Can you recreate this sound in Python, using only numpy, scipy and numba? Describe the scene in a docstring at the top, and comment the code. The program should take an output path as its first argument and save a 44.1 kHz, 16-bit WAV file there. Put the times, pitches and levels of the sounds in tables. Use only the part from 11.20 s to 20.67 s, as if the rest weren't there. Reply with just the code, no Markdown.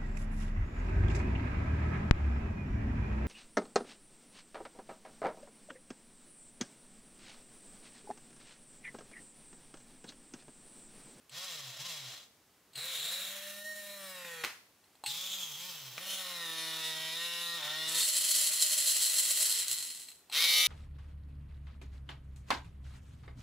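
"""Robot arm with a stylus

A hobby robot arm on a wooden desk lowers a stylus onto a laptop, lets it topple, and lifts it away.
Small motors spin up, coast and labour; they hum and whine at multiples of their shaft rate.
Random tooth blows make plastic gears rattle, and short noise bursts make clacks, ticks and knocks.
A faint steady whistle, still air and the echoes of a small, quiet room surround the arm."""
import sys
import numpy as np
from scipy import signal
from scipy.fft import rfft, irfft, next_fast_len
from scipy.io import wavfile
from scipy.ndimage import uniform_filter1d
from numba import njit

SR = 44100
rng = np.random.default_rng(int(sys.argv[2]) if len(sys.argv) > 2 else 0)


def materialize(psi):
    """Save the field psi as 16-bit PCM at rate SR to the path in sys.argv[1].

    A 1-D psi becomes a single channel; in a 2-D psi each row is a channel.
    """
    bounded = np.clip(np.atleast_2d(psi).T, -1, 1)
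    quanta = np.round(bounded * 32767).astype(np.int16)
    wavfile.write(sys.argv[1], SR, quanta)


N = 417627
TIME = np.arange(N) / SR  # seconds


def undb(db):
    """Turn decibels into gain."""
    return 10 ** (np.asarray(db) / 20)


def unit(x):
    """Scale to an average (rms) level of 1."""
    return x / np.sqrt(np.mean(x ** 2) + 1e-18)


def curve(rows, t):
    """Draw straight lines through (time, value) rows."""
    return np.interp(t, *np.transpose(rows))


def shape(x, gain):
    """Filter by a gain given as a function of frequency."""
    size = next_fast_len(len(x) + 2048)
    hz = np.maximum(np.fft.rfftfreq(size, 1 / SR), 1)
    return irfft(rfft(x, size) * gain(hz), size)[:len(x)]


def colour(x, points):
    """Filter by (Hz, dB) points, joined by lines over log frequency."""
    hz, db = np.transpose(points)
    return shape(x, lambda f: undb(np.interp(np.log(f), np.log(hz), db)))


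def walk(rate, size):
    """Smooth random drift with spread 1: random steps, averaged twice."""
    k = max(int(SR / rate), 1)
    held = np.repeat(rng.standard_normal(size // k + 1), k)
    smooth = uniform_filter1d(uniform_filter1d(held, k), k // 2 + 1)
    return unit(smooth[:size])


@njit
def resonator(x, hz, width):
    """State-variable band-pass that rings at a centre which may move; width in Hz."""
    out, band, low = np.empty(len(x)), 0., 0.
    for i in range(len(x)):
        g = np.tan(np.pi * hz[i] / SR)
        damping = width / hz[i]
        v = (band + g * (x[i] - low)) / (1 + g * (g + damping))
        band = 2 * v - band
        low += 2 * g * v
        out[i] = damping * v
    return out


def ring(x, modes):
    """Add up fixed resonances given as (Hz, width in Hz, dB)."""
    return sum(undb(db) * resonator(x, np.full(len(x), float(hz)), float(width)) for hz, width, db in modes)


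@njit
def rotor(power, kick, spin_up_s, coast_s):
    """Share of full speed: it climbs fast under power and sinks slowly without."""
    out, spin = np.empty(len(power)), kick
    for i in range(len(power)):
        spin += (power[i] - spin) / (SR * (spin_up_s if power[i] > 0 else coast_s))
        out[i] = spin
    return out


def motion(t, shaft_hz, spin_up_s):
    """Spin (share of full speed), shaft rate, and load as the drop in powered speed (0 free, 1 full)."""
    # the power is cut and the motor coasts: from_s, to_s
    coasts = [(.26, 0.57), (0.669, 1.2), (1.7, 1.833), (4.19, 4.35), (4.485, 4.73), (8.24, 8.98)]
    kick, coast_s = .5, .52  # share of full speed at switch-on; time constant of the coasting rotor
    free_hz, labour_hz = 213.6, 151.5  # shaft speed with no load and under full load
    power = np.ones(len(t))
    for cut_s, back_s in coasts:
        power[(t > cut_s) & (t < back_s)] = 0
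    spin = rotor(power, kick, float(spin_up_s), coast_s)
    powered_hz = curve(shaft_hz, t) if np.ndim(shaft_hz) else shaft_hz
    load = (free_hz - powered_hz) / (free_hz - labour_hz)
    return spin, spin * powered_hz, load


def slips(t):
    """Teeth slip or grip for a moment: smooth humps change rattle, roughness and gear ring (dB)."""
    # moments of slip; a negative level means that the teeth grip:
    # middle_s, length_s, rattle_db, roughness_db, gear_ring_db
    slip_rows = [(1.603, 0.067, 1.5, 1, 10), (1.823, 0.28, 8.5, 3, 7), (2.06, 0.1, 3.5, 7, 4),
                 (2.46, .16, -0.5, -7, -1), (2.753, 0.26, .5, -7.5, -1), (3.101, 0.36, -1.5, -6, 2),
                 (3.905, 0.063, 8, 2, 8), (4.023, 0.19, 4, -6, 11), (4.133, 0.092, 3.5, 3, 15),
                 (4.228, 0.091, 5.5, -4, 15), (4.35, 0.14, 3.5, 1, 14), (4.93, 0.14, 6.5, 3, 15),
                 (5.16, 0.21, -2, 1, -7), (5.39, 0.059, 2.5, -4, 6), (5.63, 0.16, 4, -1.5, 4),
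                 (6.023, 0.13, 1, -2, 13), (6.264, 0.16, 1.5, -9, 11), (6.437, 0.24, -3, 4.5, 8),
                 (6.825, 0.073, 4, 16, 13), (7.142, .08, 5, -0.5, 8), (7.31, 0.023, -11, -7, -2),
                 (7.42, 0.044, 7.5, 0, 8), (7.697, 0.069, 7, -6, 6), (7.852, 0.069, 6.5, 4, 10),
                 (7.998, 0.066, 4.5, 3, -2), (8.26, 0.02, 4, 2, 5), (8.458, 0.07, -9.5, 11, 8)]
    at_s, length_s, rattle_db, rough_db, ring_db = np.transpose(slip_rows)
    humps = np.exp(-(2 * (t[:, None] - at_s) / length_s) ** 2)
    return humps @ rattle_db, humps @ rough_db, humps @ ring_db


def steady_tone(turns, mesh, uneven_db=1.9, wander=0.87, wander_rate=8, steady_loss=0.32, count=84, size=8192):
    """What repeats on every shaft turn: multiples (orders) whose strengths shift as the gears roll on."""
    orders = np.arange(count)
    height = np.minimum(orders / 14, 1)  # low orders stay steadiest
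    db = uneven_db * rng.standard_normal(count) * height - orders / 45
    for order, lift_db in mesh.items():
        db[order] += lift_db
    gains = undb(db) * (orders > 0)

    def stack(order_gains):
        """One turn with random phases, read out at the shaft angle."""
        phases = np.exp(2j * np.pi * rng.random(count))
        one_turn = irfft(order_gains * phases, size)
        return np.interp(turns % 1, np.arange(size) / size, one_turn)

    shifting = sum(walk(wander_rate, len(turns)) * stack(gains * height) for _ in range(3))
    steady = stack(gains * (1 - steady_loss * height))
    return (steady + wander * shifting) * size / np.sqrt(2 * count)


def tooth_blows(turns, scatter_db, high_tooth_db, count=22):
    """Each tooth strikes a little early or late, with its own force; one high tooth knocks every turn."""
    teeth = np.arange(int(turns[-1] * count))
    strike_turns = (teeth + .3 * rng.standard_normal(len(teeth))) / count
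    at = np.interp(strike_turns, turns, np.arange(len(turns)))
    scatter = scatter_db * rng.standard_normal(len(teeth)).clip(-2.3, 2.3)
    force = undb(scatter + high_tooth_db * (teeth % count == 0))
    signed = force * rng.choice([-1, 1], len(teeth))
    return unit(np.bincount(at.astype(int), signed, len(turns)))


def wheel(blows, hz, width_hz, overtone_ratio=1.96, overtone_db=-6.5):
    """A gear wheel rings in two modes that glide together."""
    upper = resonator(blows, overtone_ratio * hz, float(overtone_ratio * width_hz))
    return resonator(blows, hz, float(width_hz)) + undb(overtone_db) * upper


def casing(x, modes_db=-10, decay_s=0.0089):
    """The plastic shell has many narrow upper modes; harmonics flare as they glide across them."""
    age = TIME[:SR // 20]
    noise = rng.standard_normal(len(age)) * np.exp(-age / decay_s)
    modes = shape(noise, lambda f: 1 / (1 + (1300 / f) ** 4))
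    return x + undb(modes_db) * signal.fftconvolve(x, modes / np.linalg.norm(modes))[:len(x)]


def move(run, shaft_hz, take_up, housing, mesh, joint, loose, rattle_hz=1900, thin_hz=260, blow_db=6,
         wobble=.0026, flutter_rate=85):
    """One run of a joint: steady tone and tooth blows shake the housing and ring the gear wheel."""
    # resonances of the free-running gearbox: pitch_hz, width_hz, level_db
    loose_modes = [(1995, 130, 7), (3120, 244, 12.5), (4200, 430, 7), (7620, 170, -13), (11200, 400, -20)]
    # the sound glances off desk and screen, which colours every move alike: pitch_hz, gain_db
    glance = [(3900, 0.5), (4300, 2), (4550, -2), (4900, 1.5), (6200, -2), (7900, 0), (8400, -5), (9400, 0),
              (11400, 2.5), (12000, -3), (13200, 2.5)]
    # how hum, whine, rattle and grit respond, one row each: spin_db (dB per doubling), load_db (at full load),
    # per_play (dB per dB of play), swell_share (of 1), slip_share (of 1)
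    responses = [(4.5, 2.5, -0.38, 0.052, 0.032), (6.5, 8, 0.4, 0, 0.073), (8, 3, 1.07, 1, 0.72),
                 (8.5, -1, .5, 0, 0.71)]
    coast_slack_db, ring_per_play = 22, 1  # a slowing rotor rattles more; play rings the wheel (dB per dB)
    drift, drift_rate = 0.028, 8.55  # the gear ring wanders as the wheel turns (share, steps per s)
    desk_hz, desk_width_hz, song_hz, song_width_hz = 129.8, 9.8, 1856, 30

    start_s, end_s, attack_s, release_s, swell_db, *levels_db = run
    from_s, to_s, play_db, rough_before_db, rough_after_db, before_hz, after_hz = take_up
    scatter_db, high_tooth_db, flutter_db, wheel_db, wheel_width_hz, boom_db, song_db, spin_up_s = joint
    where = (TIME > start_s) & (TIME < end_s)
    t = TIME[where]
    spin, hz, load = motion(t, shaft_hz, spin_up_s)
    turns = np.cumsum(hz * (1 + wobble * walk(60, len(t)))) / SR

    early = np.interp(t, [from_s, to_s], [1, 0])  # 1 before the play changes, 0 after
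    play = play_db * early
    slip_db, slip_rough_db, slip_ring_db = slips(t)
    rough_db = rough_after_db + (rough_before_db - rough_after_db) * early
    slack = undb(rough_db + slip_rough_db + coast_slack_db * (1 - spin))

    # short blows carry little bass, so the low orders stay clean
    blows = tooth_blows(turns, scatter_db, high_tooth_db)
    blows = undb(blow_db) * shape(blows, lambda f: f / (f + rattle_hz) * f / np.hypot(f, thin_hz))
    grip = 1 / np.hypot(1, slack)
    shake = grip * (steady_tone(turns, mesh) + slack * blows)
    wheel_hz = after_hz + (before_hz - after_hz) * early ** 2
    wheel_hz = wheel_hz * (1 + drift * walk(drift_rate, len(t)))
    wheel_gain = undb(wheel_db + ring_per_play * play + slip_ring_db)
    shake += wheel_gain * wheel(blows, wheel_hz, wheel_width_hz)
    shake = shake + ring(shake, loose_modes) if loose else casing(shake)
    body = colour(colour(shake, housing), glance)

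    flutter = flutter_db * walk(flutter_rate, len(t))
    swell = swell_db * (t - start_s)
    edges_hz = [80, 750, 2700, 6200, 20000]
    flutter_shares = [1.0, 0.51, 0.54, 1.0]
    out = 0
    # hum, whine, rattle and grit are each levelled, then follow spin, load, play and slips
    for lo, hi, db, response, flutter_share in zip(edges_hz, edges_hz[1:], levels_db, responses, flutter_shares):
        spin_db, load_db, per_play, swell_share, slip_share = response
        part = shape(body, lambda f: 1 / (1 + (lo / f) ** 10) / (1 + (f / hi) ** 20))
        part /= np.sqrt(uniform_filter1d(part ** 2, size=4000) + 1e-18)
        part_db = db + spin_db * np.log2(spin) + load_db * load + per_play * play
        part_db = part_db + swell_share * swell + slip_share * slip_db + flutter_share * flutter
        out = out + part * undb(part_db)

    # the desk booms when the shaft slows through its resonance
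    boom = ring(out, [(desk_hz, desk_width_hz, boom_db)])
    # with the teeth gripping, the casing sings when an order crosses its own pitch
    song = ring(grip * out, [(song_hz, song_width_hz, song_db)])
    fade = np.minimum((t - start_s) / attack_s, (end_s - t) / release_s)
    return where, (out + boom + song) * np.minimum(fade, 1)


def motors(motor_db=-0.62):
    """Six moves of the joints, some overlapping; in the fifth the gears spin free."""
    # the moves, with relative levels: start_s, end_s, attack_s, release_s, swell_db (per s),
    # hum_db, whine_db, rattle_db, grit_db
    runs = [(.095, 1.093, 0.056, 0.15, 0.5, -61.5, -53.5, -45.5, -47),
            (1.537, 3.253, 0.047, 0.012, 1, -55.5, -57, -55.5, -52),
            (3.856, 4.82, 0.0031, 0.063, -2, -64, -57.5, -47, -49),
            (4.719, 6.873, 0.12, 0.06, 2.44, -58.5, -54.5, -45.5, -48),
            (6.64, 9.017, 0.14, 0.54, -1, -64.5, -46.5, -33, -31),
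            (9.107, 9.486, .06, 0.0026, -4, -57.5, -41, -28, -34)]
    # the arm's weight slows the motor in the two long moves: time_s, shaft_hz
    lowering = [(1.98, 187.7), (2.091, 195.3), (2.329, 199.8), (2.486, 206.6), (2.742, 200.5),
                (3.221, 160.2)]
    # the same for the lift: time_s, shaft_hz
    lifting = [(4.9, 194.5), (4.924, 193.7), (5.282, 163.6), (5.782, 159.3), (5.898, 160.5), (6.039, 171.2),
               (6.255, 170.6), (6.37, 169.6), (6.406, 152.1), (6.443, 147.8), (6.562, 156.5),
               (6.759, 162.7)]
    shaft_hz = [196.4, lowering, 190, lifting, 204.1, 177]  # speed under power in each move
    # the play changes once a move: a load takes it up, or the teeth fall loose as the motor stops:
    # from_s, to_s, play_db (before against after), rough_before_db, rough_after_db (blows against tone),
    # ring_before_hz, ring_after_hz
    take_ups = [(.1, .9, -2, 1, 3, 4970, 4100), (1.954, 2.453, 10, 16.5, 3, 3820, 3100),
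                (3.86, 4.422, 3.5, 9, 2.5, 3760, 3170), (4.91, 5.146, -1.5, 3.5, -2, 3100, 3780),
                (8.23, 8.362, -4.5, 17.5, 11, 4200, 4050), (9.226, 9.346, -1.5, 6, -2.5, 3700, 3650)]
    # the housing as each joint shakes it, one list per move: pitch_hz, gain_db
    housings = [
        [(76, -36), (130, 0), (214, -12), (346, -26), (560, -4), (712, -8), (1080, -0.5), (1620, -6),
         (2600, -4.5), (3300, 9.5), (5200, -8), (9030, -30.5), (15500, -33)],
        [(76, -36), (130, 8.5), (170, -2.5), (205, 2.5), (350, -12.5), (510, 0), (607, 1.5), (787, -4),
         (1020, -3.5), (1860, -0.5), (2600, -4), (3900, -4.5), (4670, -11.5), (15500, -20.5)],
        [(76, -33), (130, 12), (284, -11), (560, 1), (684, -11), (1250, -12), (1600, -17.5), (2600, -15),
         (3150, -4.5), (4000, -7.5), (6960, -15.5), (9210, -23), (15500, -23)],
        [(76, -28), (130, -17), (169, 0), (267, -34), (326, -1), (415, -32), (497, 1.5), (700, -6.5),
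         (1100, -6.5), (1850, -7), (2450, -9.5), (3750, -7), (4670, -15), (5550, -15), (6600, -15),
         (15500, -24.5)],
        [(53, -66), (90, -12.5), (389, -16), (612, -10.5), (712, -23.5), (2050, -24), (2330, -23.5),
         (3660, -4.5), (4160, -7.5), (6010, -8), (8150, -3.5), (8500, -11.5), (9900, -8), (11600, -13.5),
         (12050, -22.5), (13500, -17), (15500, -22)],
        [(76, -58), (130, -28), (380, -26), (507, -10.5), (771, -18), (1220, -9.5), (1700, -15), (2150, -7),
         (2600, -16), (3100, -11), (3980, -11.5), (4700, -15.5), (8510, -23), (9780, -21.5), (15500, -27.5)],
    ]
    # shaft orders that stand out in each move (1 unbalance, 3 commutator, gear meshes above): order, lift_db
    meshes = [{3: 7, 4: 4, 6: 6, 7: 3}, {1: 5, 3: 17, 6: 3, 7: 2, 9: 5, 10: -3, 11: -6, 12: -3, 13: -4, 19:
              4, 21: 4, 27: 9, 45: 9, 57: 9}, {3: 3, 5: 4, 6: 3, 7: 3}, {3: 3, 4: 2, 6: 3, 7: -1, 11: 3, 12:
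              1, 14: -4, 22: 2, 23: 2}, {1: 7, 3: 15, 6: -6}, {3: 1, 7: 3, 11: 4, 12: 7, 13: 7, 14: -10, 17:
              1, 20: 2, 22: 4}]
    # character of each move: scatter_db (tooth blows), high_tooth_db, flutter_db, gear_ring_db,
    # gear_ring_width_hz, desk_boom_db, casing_song_db, spin_up_s
    joints = [(3, 5.5, 1.8, -1, 2500, 12.5, 9, .06), (3.3, 4, 1.36, -5.5, 630, 6.5, 11.5, .06),
              (3.5, 4, 1.36, -3.5, 340, 7, -4, .06), (5, 3, 1, -4, 370, 6, 9, .045),
              (5, 5, 2.5, -3.5, 340, 9.5, -3, .05), (3, 12.5, 0.9, -4, 550, 8, -14, .045)]
    out = np.zeros(N)
    for k, parts in enumerate(zip(runs, shaft_hz, take_ups, housings, meshes, joints)):
        where, sound = move(*parts, loose=k == 4)
        out[where] += sound
    return out * undb(motor_db)


def burst(s, db, decay_s):
    """A brief scrape of contact: noise that dies away."""
    out, start = np.zeros(N), int(s * SR)
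    age = TIME[:SR // 4]
    out[start:start + len(age)] = undb(db) * np.exp(-age / decay_s) * rng.standard_normal(len(age))
    return out


def clacks(clack_db=8):
    """Gears take up slack and teeth snap together; the jolt rings the gear train and the arm."""
    # the clacks: start_s, level_db (relative), contact_s (decay), arm_ring_db (relative)
    clack_rows = [(.095, -45, .004, -72), (1.533, -50, .008, -72), (1.555, -38, .016, -70),
                  (3.64, -57, .004, -70), (3.753, -54, .004, -64), (3.838, -39.5, .012, -37),
                  (3.861, -29, .015, -62), (8.885, -39, .005, -68), (8.916, -42, .005, -70),
                  (9.098, -43, .005, -51), (9.124, -35, .012, -58)]
    # a struck gear train rings: pitch_hz, width_hz, level_db
    gear_modes = [(2800, 300, -6), (3400, 600, -6), (4150, 150, 5), (6600, 700, -12), (8000, 260, 0),
                  (11000, 3000, -20)]
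    # a jolt rings the arm: pitch_hz, t60_s (time to fall 60 dB), level_db
    arm_modes = [(790, .09, -7), (836, .5, -8), (900, .06, -4), (1040, .04, -8)]
    snaps = sum(burst(s, db, contact_s) for s, db, contact_s, _ in clack_rows)
    out = undb(clack_db) * ring(snaps, gear_modes)
    age = TIME[:SR // 3]
    arm = 0
    for hz, t60_s, db in arm_modes:
        arm = arm + undb(db) * np.sin(2 * np.pi * hz * age) * np.exp(-np.log(1000) * age / t60_s)
    arm = shape(arm, lambda f: 1 / (1 + (500 / f) ** 4))
    for s, _, _, ring_db in clack_rows:
        start = int(s * SR)
        out[start:start + len(age)] += undb(ring_db) * arm
    return out


def whistle(pitch_hz=14812, fade_s=.04):
    """The drive electronics sing faintly at the top of hearing: one sine, faded on and off."""
    # when the whistle sounds: from_s, to_s, level_db
    spans = [(1.55, 3.3, -67), (3.86, 8.6, -59)]
    level = 0
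    for on_s, off_s, db in spans:
        level = level + undb(db) * np.clip(np.minimum(TIME - on_s, off_s - TIME) / fade_s, 0, 1)
    return level * np.sin(2 * np.pi * pitch_hz * TIME)


def stylus(stylus_db=5, shiver_db=-17):
    """The stylus slips and topples against the laptop, whose case shivers after each blow."""
    # the stylus lands, and taps again as the arm turns back: start_s, level_db (relative), contact_s (decay)
    knocks = [(3.048, -43, .005), (3.2365, -34, .004), (3.2392, -30, .004), (3.2476, -23.5, .002),
              (4.779, -37, .005)]
    # colour of the laptop's case: pitch_hz, gain_db
    laptop = [(50, -18), (120, -11), (200, -1), (278, -5.5), (1950, 7), (5490, -3.5), (6470, -7),
              (8200, -12), (14200, -14), (15500, -20)]
    blows = sum(burst(s, db, contact_s) + burst(s, db + shiver_db, .045) for s, db, contact_s in knocks)
    return undb(stylus_db) * colour(blows, laptop)


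def ticks(tick_db=-1.5, contact_s=.0012, tail_db=-15, tail_s=.008):
    """Single teeth of the loose gearbox snap together, short and bright."""
    # the snaps: start_s, level_db (relative)
    tick_rows = [(6.796, -21), (6.997, -24), (7.053, -22), (7.101, -23), (7.272, -17), (7.359, -23),
                 (7.423, -21), (7.709, -21), (7.859, -21), (7.943, -21), (8.069, -22), (8.325, -21),
                 (8.482, -18), (8.52, -27)]
    # their bright colour: pitch_hz, gain_db
    tick_colour = [(1000, -35), (2700, -14), (4100, 2), (5000, -5), (8000, 3), (11500, -1), (12300, -9),
                   (15500, -6)]
    snaps = sum(burst(s, db, contact_s) + burst(s, db + tail_db, tail_s) for s, db in tick_rows)
    return undb(tick_db) * colour(snaps, tick_colour)


def reflections(t60_s, early_db):
    """Dense echoes from desk and screen, then the walls: fading noise of unit energy."""
    age = TIME[:SR // 2]
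    fade = np.exp(-np.log(1000) * age / t60_s) + undb(early_db) * np.exp(-age / 0.015)
    echo = rng.standard_normal(len(age)) * fade * (age > .0005)
    return echo / np.linalg.norm(echo)


def scene(room_db=0, side_db=0, room_t60_s=.5, air_db=-67.5):
    """The arm close by, its room, and still air as soft noise; the treble scatters most."""
    # colour of the still air: pitch_hz, gain_db
    air = [(29, -45), (50, -10.5), (227, -5.5), (358, -7), (15500, -20.5)]
    # colour of the echoes and of the stereo difference: pitch_hz, gain_db
    width = [(150, -21), (700, -15), (1400, -11.5), (2800, -11.5), (5600, -6), (10000, -4)]
    dry = motors() + clacks() + stylus() + ticks()
    room = signal.fftconvolve(dry, reflections(room_t60_s, early_db=4))[:N]
    mid = dry + undb(room_db) * colour(room, width)
    side = undb(side_db) * signal.fftconvolve(dry, reflections(room_t60_s, early_db=-5))[:N]
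    air_mid, air_side = (undb(air_db) * unit(colour(rng.standard_normal(N), air)) for _ in range(2))
    left_right = np.array([[1], [-1]])  # the side signal has opposite signs in the two channels
    return mid + air_mid + whistle() + colour(side + air_side, width) * left_right


def record(dry, top_hz=15600):
    """A steep low-pass cuts the top of the treble."""
    return signal.sosfilt(signal.ellip(10, .2, 80, top_hz, fs=SR, output="sos"), dry)


dry = scene()
out = record(dry)
materialize(out)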